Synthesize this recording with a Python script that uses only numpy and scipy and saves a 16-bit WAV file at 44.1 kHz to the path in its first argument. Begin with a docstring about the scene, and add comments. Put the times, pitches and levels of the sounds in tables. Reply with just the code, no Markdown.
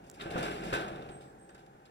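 """Ski tow tower in open mountain air

Off to the left of a stereo pair, a hanger runs over the sheaves of a steel tower. The rollers rumble and
clatter, the clamp knocks against them and the tower rings out over the hum of the running cable.
Short gritty scuffs come and go. Something small and hard clicks close to the microphones, a little to
the right, and further right a small bird gives thin high whistles among the trees."""
import sys
import numpy as np
from scipy import signal
from scipy.fft import rfft, irfft
from scipy.io import wavfile
from scipy.ndimage import uniform_filter1d

SR = 44100
rng = np.random.default_rng(int(sys.argv[2]) if len(sys.argv) > 2 else 0)


def generate_wav(signal):
    """Clip the signal to [-1, 1] and save it as 16-bit WAV at the path in sys.argv[1]."""
    frames = np.transpose(np.atleast_2d(signal))
    scaled = np.clip(frames, -1, 1) * 32767
    pcm = np.round(scaled).astype(np.int16)
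    wavfile.write(sys.argv[1], SR, pcm)


N = 83790
TIME, FREQS = np.arange(N) / SR, np.maximum(np.arange(N // 2 + 1) * SR / N, 1)

# The clamp passing over the sheaves. Each row: time in seconds, rumble in dB, clatter in dB.
ROLLING_LEVELS = [(0, -56, -70.5), (.17, -59, -66.5), (.21, -48, -45), (.29, -44, -52), (.37, -37, -42.5),
                  (.48, -39.5, -42), (.59, -44.5, -51.5), (.66, -39.5, -48), (.72, -42.5, -46.5),
                  (.9, -45.5, -54.5), (1.12, -51, -59.5), (1.3, -59.5, -75.5), (1.9, -68, -72)]
# Tone of the rollers and of the tower's deep sway. Each row: frequency in Hz, relative density in dB.
RUMBLE_SPECTRUM = [(53, -13), (90, -16), (102, -10.5), (178, 0), (251, -7), (326, -2.5), (374, -6),
                   (407, -0.5), (476, -8.5), (551, -5), (638, -10), (754, -2.5), (829, -11), (883, -17),
                   (1100, -18.5), (1430, -44), (2420, -120)]
CLATTER_SPECTRUM = [(530, -20), (900, -10.5), (1130, 0.5), (1680, 1), (1870, -6.5), (2790, -2),
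                    (3030, -10.5), (3610, -9.5), (4680, -21), (5450, -19.5), (6820, -28), (7490, -21.5),
                    (15000, -37)]
BOOM_SPECTRUM = [(20, -37), (35, -14), (50, 1.5), (70, -11), (90, -8), (130, -17)]
# The clamp striking. Each row: start in seconds, first blow in dB, thud in dB, clang in dB.
CLAMP_KNOCKS = [(0.211, -60, -59, -59), (.259, -30, -42, -47), (0.306, -47, -47, -60),
                (0.3574, -23, -27.5, -52), (0.7251, -30, -30, -30.5), (.734, -27, -34.5, -31.5),
                (.749, -34, -44, -31.5), (.921, -33, -53, -62), (1.094, -37, -50, -60),
                (1.344, -48, -60, -71), (1.493, -54, -57, -57.5), (1.547, -49, -54, -56),
                (1.749, -48.5, -57, -81)]
# The low and the bright part of a knock. Each row: frequency in Hz, relative density in dB.
THUD_SPECTRUM = [(60, -97), (130, -27), (180, -1), (260, -12), (345, -1.5), (450, 2.5), (570, 1.5),
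                 (780, -1), (950, -9), (1400, -6)]
CLANG_SPECTRUM = [(530, -56), (900, 0), (1570, 3), (2100, -8), (2720, -6.5), (2990, -9), (3570, -9),
                  (4210, -16.5), (6980, -39), (8730, -22), (10400, -39), (11600, -31), (15000, -45)]
# Resonances of the first blow, the steel tower and the clicking object.
# Each row: frequency in Hz, relative level in dB, seconds to fall 60 dB.
THUMP_MODES = [(179, -10.5, 0.048), (345, -3.5, 0.046), (540, -9.5, 0.034)]
TOWER_MODES = [(136.3, -16.5, 2.5), (182, -17.5, 0.33), (338, -4.5, 0.93), (400, -10.5, 1.2),
               (412, -11.5, 1.6), (535, -11, 0.52), (679.6, -9, 0.76), (797, -17, 2.9), (1541, -1, 0.41),
               (1550, -19, 0.17), (1635, -6, 0.33), (1747, -2, 0.17), (2585, -10, 0.24), (3706, -16, .45)]
CLICK_MODES = [(5860, -14.5, 0.014), (7000, -6, .006), (7500, -2.5, .006), (10100, -16, 0.0037)]
# Scuffs and ticks at the tower. 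Each row: start in seconds, crunch in dB, fizz in dB, decay in seconds.
GRIT_SCUFFS = [(0.039, -65.5, -70.5, .025), (0.064, -76, -68, 0.052), (0.14, -60.5, -60, 0.026),
               (0.198, -47, -69, 0.019), (0.2087, -36, -61, 0.006), (0.213, -56, -55, 0.028),
               (0.303, -48, -53, 0.025), (0.376, -46.5, -50.5, 0.036), (0.425, -42.5, -47.5, 0.05),
               (0.508, -51, -56.5, 0.13), (.635, -52, -56, 0.15), (0.728, -41, -45.5, 0.047),
               (0.809, -59, -52, 0.0068), (.88, -49, -57.5, 0.0096), (0.957, -48.5, -58.5, 0.0047),
               (1.021, -51, -61, 0.0066), (1.088, -52.5, -63, 0.0098), (1.208, -62.5, -66.5, 0.046),
               (1.49, -64, -62, .008), (1.545, -67, -61, 0.013), (1.578, -66, -69, 0.041),
               (1.662, -62, -62.5, 0.0049), (1.853, -60.5, -65, 0.014)]
# The middle and the top of a scuff. Each row: frequency in Hz, relative density in dB.
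CRUNCH_SPECTRUM = [(1300, 4), (1600, -8.5), (2100, 3.5), (2700, 5.5), (3100, 3), (3700, 2.5), (4400, -6),
                   (5500, -26)]
FIZZ_SPECTRUM = [(3500, -30), (4700, 8.5), (5500, 4), (6600, -1.5), (7600, 3.5), (8600, 0.5), (10000, -1),
                 (11800, -5.5), (13000, -13), (15500, -15.5)]
# A close click and its rebounds. Each row: start in seconds, strength in dB.
CLICK_HITS = [(0.0992, -37.5), (0.1135, -49), (0.1156, -54), (0.1374, -61)]
# The bird's call. Each row: start in seconds, length in seconds, top pitch in Hz, relative level in dB.
BIRD_WHISTLES = [(1.077, 0.14, 8120, -66), (1.206, 0.09, 8020, -73.5), (1.38, 0.088, 8110, -68),
                 (1.468, 0.058, 8100, -73.5)]
# Tone of the running cable and distant air. Each row: frequency in Hz, relative density in dB.
HUM_SPECTRUM = [(15, -43), (25, -29.5), (144, -3), (289, -6.5), (410, -3), (537, -7), (614, -18),
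                (782, -0.5), (945, -10.5), (1200, -19), (1410, -14), (1530, -13), (1750, -14.5),
                (1950, -20.5), (2770, -32), (3090, -31), (3930, -32), (4380, -32.5), (5280, -32.5),
                (6920, -32), (8130, -34.5), (9300, -35), (15500, -42)]
# The hum eases a little near the end. Each row: time in seconds, level in dB.
HUM_LEVELS = [(0, -58), (1.3, -57), (1.6, -60), (1.9, -60)]
# How alike tower noise and hum are at the two microphones. Each row: frequency in Hz, correlation.
TOWER_CORRELATION = [(50, 0.88), (300, 1), (600, 0.63), (900, 0.73), (1200, 0.87), (2000, 0.59),
                     (3500, 0.47), (7000, 0.4), (10000, 0.24), (15000, 0.25)]
HUM_CORRELATION = [(50, 1), (300, 0.82), (700, 1), (1400, 0.18), (2200, 0.22), (4500, 0.13), (9000, 0.075)]
# The tower's balance across the pair. Each row: frequency in Hz, left minus right in dB.
TOWER_BALANCE = [(50, 3.5), (200, 0.5), (350, 1), (700, -1.5), (1500, 0), (3000, 0.5), (8000, 2),
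                 (15000, 4)]
# The longer path to the right microphone. Each row: frequency in Hz, delay in seconds.
RIGHT_DELAY = [(120, 0.00016), (300, 0.00036), (700, 0.00043), (1300, 0.00051), (5000, 0.000522)]


def rollers():
    """The clamp grinds over the sheaves: a rumble, a steely clatter and a boom that follows the rumble."""
    rumble_db, clatter_db = in_time(ROLLING_LEVELS)
    boom_db = -26 + 0.72 * rumble_db
    rumble = from_db(rumble_db) * evened(coloured(grains(), RUMBLE_SPECTRUM), samples=2000)
    clatter = from_db(clatter_db) * coloured(grains(), CLATTER_SPECTRUM)
    boom = from_db(boom_db) * evened(coloured(rng.standard_normal(N), BOOM_SPECTRUM), samples=4000)
    return rumble + clatter + boom


def clamp_thumps():
    """Each knock opens with a blunt, heavily damped blow of the clamp on the rubber-lined sheave."""
    starts, blow_db, _, _ = np.transpose(CLAMP_KNOCKS)
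    force = impulses(starts, blow_db)
    return sum(from_db(db) * ring(force, hz, t60) for hz, db, t60 in THUMP_MODES)


def clamp_knocks(attack_s=0.0029, body_t60_s=0.087):
    """Each knock is a short thud and clang, with a long wash of dense steel resonances behind it."""
    starts, _, thud_db, clang_db = np.transpose(CLAMP_KNOCKS)
    age = TIME - starts[:, None]
    attack = np.clip(age / attack_s, 0, 1)

    def wash(db, spectrum, tail_db, tail_t60_s):
        tail = from_db(tail_db) * dying(age, tail_t60_s)
        envelopes = attack * np.hypot(dying(age, body_t60_s), tail)
        level = np.linalg.norm(from_db(db)[:, None] * envelopes, axis=0)   # knocks add in power
        return level * evened(coloured(grains(), spectrum), samples=600)

    thud = wash(thud_db, THUD_SPECTRUM, tail_db=-8.5, tail_t60_s=1.23)
    clang = wash(clang_db, CLANG_SPECTRUM, tail_db=-10.5, tail_t60_s=0.65)
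    return thud + clang


def tower_ring(gain_db=-8.5, rolling_drive_db=-31, scatter_s=0.00206):
    """The tower's clearest modes ring: thuds and rumble drive the low ones, clangs and clatter the high."""
    starts, _, thud_db, clang_db = np.transpose(CLAMP_KNOCKS)
    rumble_db, clatter_db = in_time(ROLLING_LEVELS)
    out = 0
    for hz, db, t60 in TOWER_MODES:
        knock_db, roll_db = (thud_db, rumble_db) if hz < 1000 else (clang_db, clatter_db)
        blows = impulses(starts + rng.uniform(0, scatter_s, len(starts)), knock_db)
        rolling = from_db(roll_db + rolling_drive_db) * grains()
        out = out + from_db(db + gain_db) * ring(blows + rolling, hz, t60)
    return out


def grit(grains_per_s=5000, ring_cycles=89, low_hz=1415, high_hz=15060, pitch_count=48):
    """Crackle: every grain rings briefly at one of many pitches."""
    sizes = grain_sizes(spread_db=4)
    hits = sizes * (rng.random(N) < grains_per_s / SR)
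    pitch_index = rng.integers(0, pitch_count, N)
    pitches = np.geomspace(low_hz, high_hz, pitch_count) * rng.uniform(0.99, 1.02, pitch_count)
    rings = (hz * ring(hits * (pitch_index == k), hz, ring_cycles / hz) for k, hz in enumerate(pitches))
    return rms_one(sum(rings))


def scuffs(attack_s=0.0022):
    """Short bursts of grit, a crunch with a fizz on top, that start quickly and fade."""
    starts, crunch_db, fizz_db, decay_s = np.transpose(GRIT_SCUFFS)[:, :, None]
    age = np.maximum(TIME - starts, 0)
    envelopes = np.minimum(age / attack_s, 1) * np.exp(-age / decay_s)
    crackle, out = grit(), 0
    for db, spectrum in ((crunch_db, CRUNCH_SPECTRUM), (fizz_db, FIZZ_SPECTRUM)):
        level = np.linalg.norm(from_db(db) * envelopes, axis=0)
        out = out + level * evened(coloured(crackle, spectrum), samples=700)
    return out


def close_clicks(crack_db=-8, crack_t60_s=0.006, highpass_hz=5500):
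    """A small hard object clicks and rebounds by the microphones: a bright crack and a very short ring."""
    force = impulses(*np.transpose(CLICK_HITS))
    body = sum(from_db(db) * ring(force, hz, t60) for hz, db, t60 in CLICK_MODES)
    envelope = signal.lfilter([1], [1, -dying(1 / SR, crack_t60_s)], force + 1e-18)
    highpass = signal.butter(2, highpass_hz, "high", fs=SR, output="sos")
    crack = signal.sosfilt(highpass, envelope * rng.standard_normal(N))
    return pan(-4) * (body + from_db(crack_db) * crack)


def bird(arch_hz=73, waver_hz=51.4, flutter_db=2.5, echo_db=1.5, forest_t60_s=0.28):
    """Thin, slightly arched whistles from well to the right, scattered by the trees."""
    song = 0
    for start, length, hz, db in BIRD_WHISTLES:
        arch = np.sin(np.pi * np.clip((TIME - start) / length, 0, 1))
        pitch = hz - arch_hz * (1 - arch) + waver_hz * waver(samples=150)
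        level = from_db(db + flutter_db * waver(samples=250)) * arch
        song = song + level * np.sin(2 * np.pi * np.cumsum(pitch) / SR)
    trees = rng.standard_normal((2, N)) * dying(TIME, forest_t60_s)
    echo = signal.fftconvolve(song[None], trees / np.linalg.norm(trees[0]), axes=1)[:, :N]
    return pan(-12.5) * (song + from_db(echo_db) * echo)


def cable_hum():
    """Behind everything, the steady rush of the cable running over the sheaves."""
    level_db, = in_time(HUM_LEVELS)
    return from_db(level_db) * coloured(rng.standard_normal(N), HUM_SPECTRUM, HUM_CORRELATION)


def from_tower(x):
    """The tower's sound reaches the left microphone first, with a balance that varies with frequency."""
    delay_s = at_hz(RIGHT_DELAY) * np.array([[0], [1]])
    lag = np.exp(-2j * np.pi * FREQS * delay_s)
    return irfft(rfft(x) * lag * pan(at_hz(TOWER_BALANCE)), N)


def coloured(source, spectrum, correlation=TOWER_CORRELATION, skirt_db_per_octave=28):
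    """A source plus diffuse scatter at each microphone, through a spectrum with steep skirts; rms 1."""
    shared = np.clip(at_hz(correlation), 0, 1)
    scatter = rfft(rng.standard_normal((2, N)))
    pair = np.sqrt(shared) * rfft(source) + np.sqrt(1 - shared) * scatter
    octaves_below = np.maximum(np.log2(spectrum[0][0] / FREQS), 0)
    octaves_above = np.maximum(np.log2(FREQS / spectrum[-1][0]), 0)
    shape_db = at_hz(spectrum) - skirt_db_per_octave * (octaves_below + octaves_above)
    return rms_one(irfft(pair * from_db(shape_db), N))


def grains(per_s=2500):
    """Dense tiny contacts of uneven size; rms 1."""
    return rms_one(grain_sizes(spread_db=3.5) * (rng.random(N) < per_s / SR))


def grain_sizes(spread_db):
    """Random strengths of either sign, mostly small with a few large."""
    return from_db(spread_db * np.minimum(rng.exponential(1, N), 4)) * rng.choice([-1, 1], N)


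def impulses(times, db):
    """Single clicks at given times and strengths."""
    out = np.zeros(N)
    out[(np.asarray(times) * SR).astype(int)] = from_db(db)
    return out


def ring(force, hz, t60):
    """A damped mode: a unit click sets a sine of height 1 ringing."""
    radius, angle = dying(1 / SR, t60), 2 * np.pi * hz / SR
    return signal.lfilter([0, np.sin(angle)], [1, -2 * radius * np.cos(angle), radius ** 2], force + 1e-18)


def dying(age, t60):
    """Gain of a sound that falls 60 dB in t60 seconds."""
    return np.exp(-np.log(1000) * np.maximum(age, 0) / t60)


def evened(x, samples):
    """Hold a noise at constant strength, so that its envelope alone shapes it."""
    return x / np.sqrt(uniform_filter1d(np.mean(x ** 2, axis=0), samples) + 1e-9)


def waver(samples):
    """A smooth random drift; rms 1."""
    return rms_one(uniform_filter1d(uniform_filter1d(rng.standard_normal(N), samples), samples))


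def in_time(rows):
    """Each column of a curve at every sample."""
    times, *columns = np.transpose(rows)
    return [np.interp(TIME, times, column) for column in columns]


def at_hz(points):
    """A table at every frequency, on a log axis."""
    hz, values = np.transpose(points)
    return np.interp(np.log(FREQS), np.log(hz), values)


def pan(db):
    """Left and right gains for a level difference; positive is to the left."""
    return from_db(np.array([[.5], [-.5]]) * db)


def from_db(db):
    """Decibels to gain."""
    return 10 ** (np.asarray(db) / 20)


def rms_one(x):
    """Scale to rms 1."""
    return x / np.sqrt(np.mean(x ** 2) + 1e-20)


def scene():
    """The tow stands to the left of the microphones; the clicks and the bird come from the right."""
    tow = rollers() + clamp_thumps() + clamp_knocks() + tower_ring() + scuffs() + cable_hum()
    return from_tower(tow) + close_clicks() + bird()


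def record(dry):
    """The recorder cuts the treble steeply above 15.9 kHz."""
    return signal.sosfilt(signal.ellip(10, .1, 70, 15900, fs=SR, output="sos"), dry)


dry = scene()
out = record(dry)
generate_wav(out)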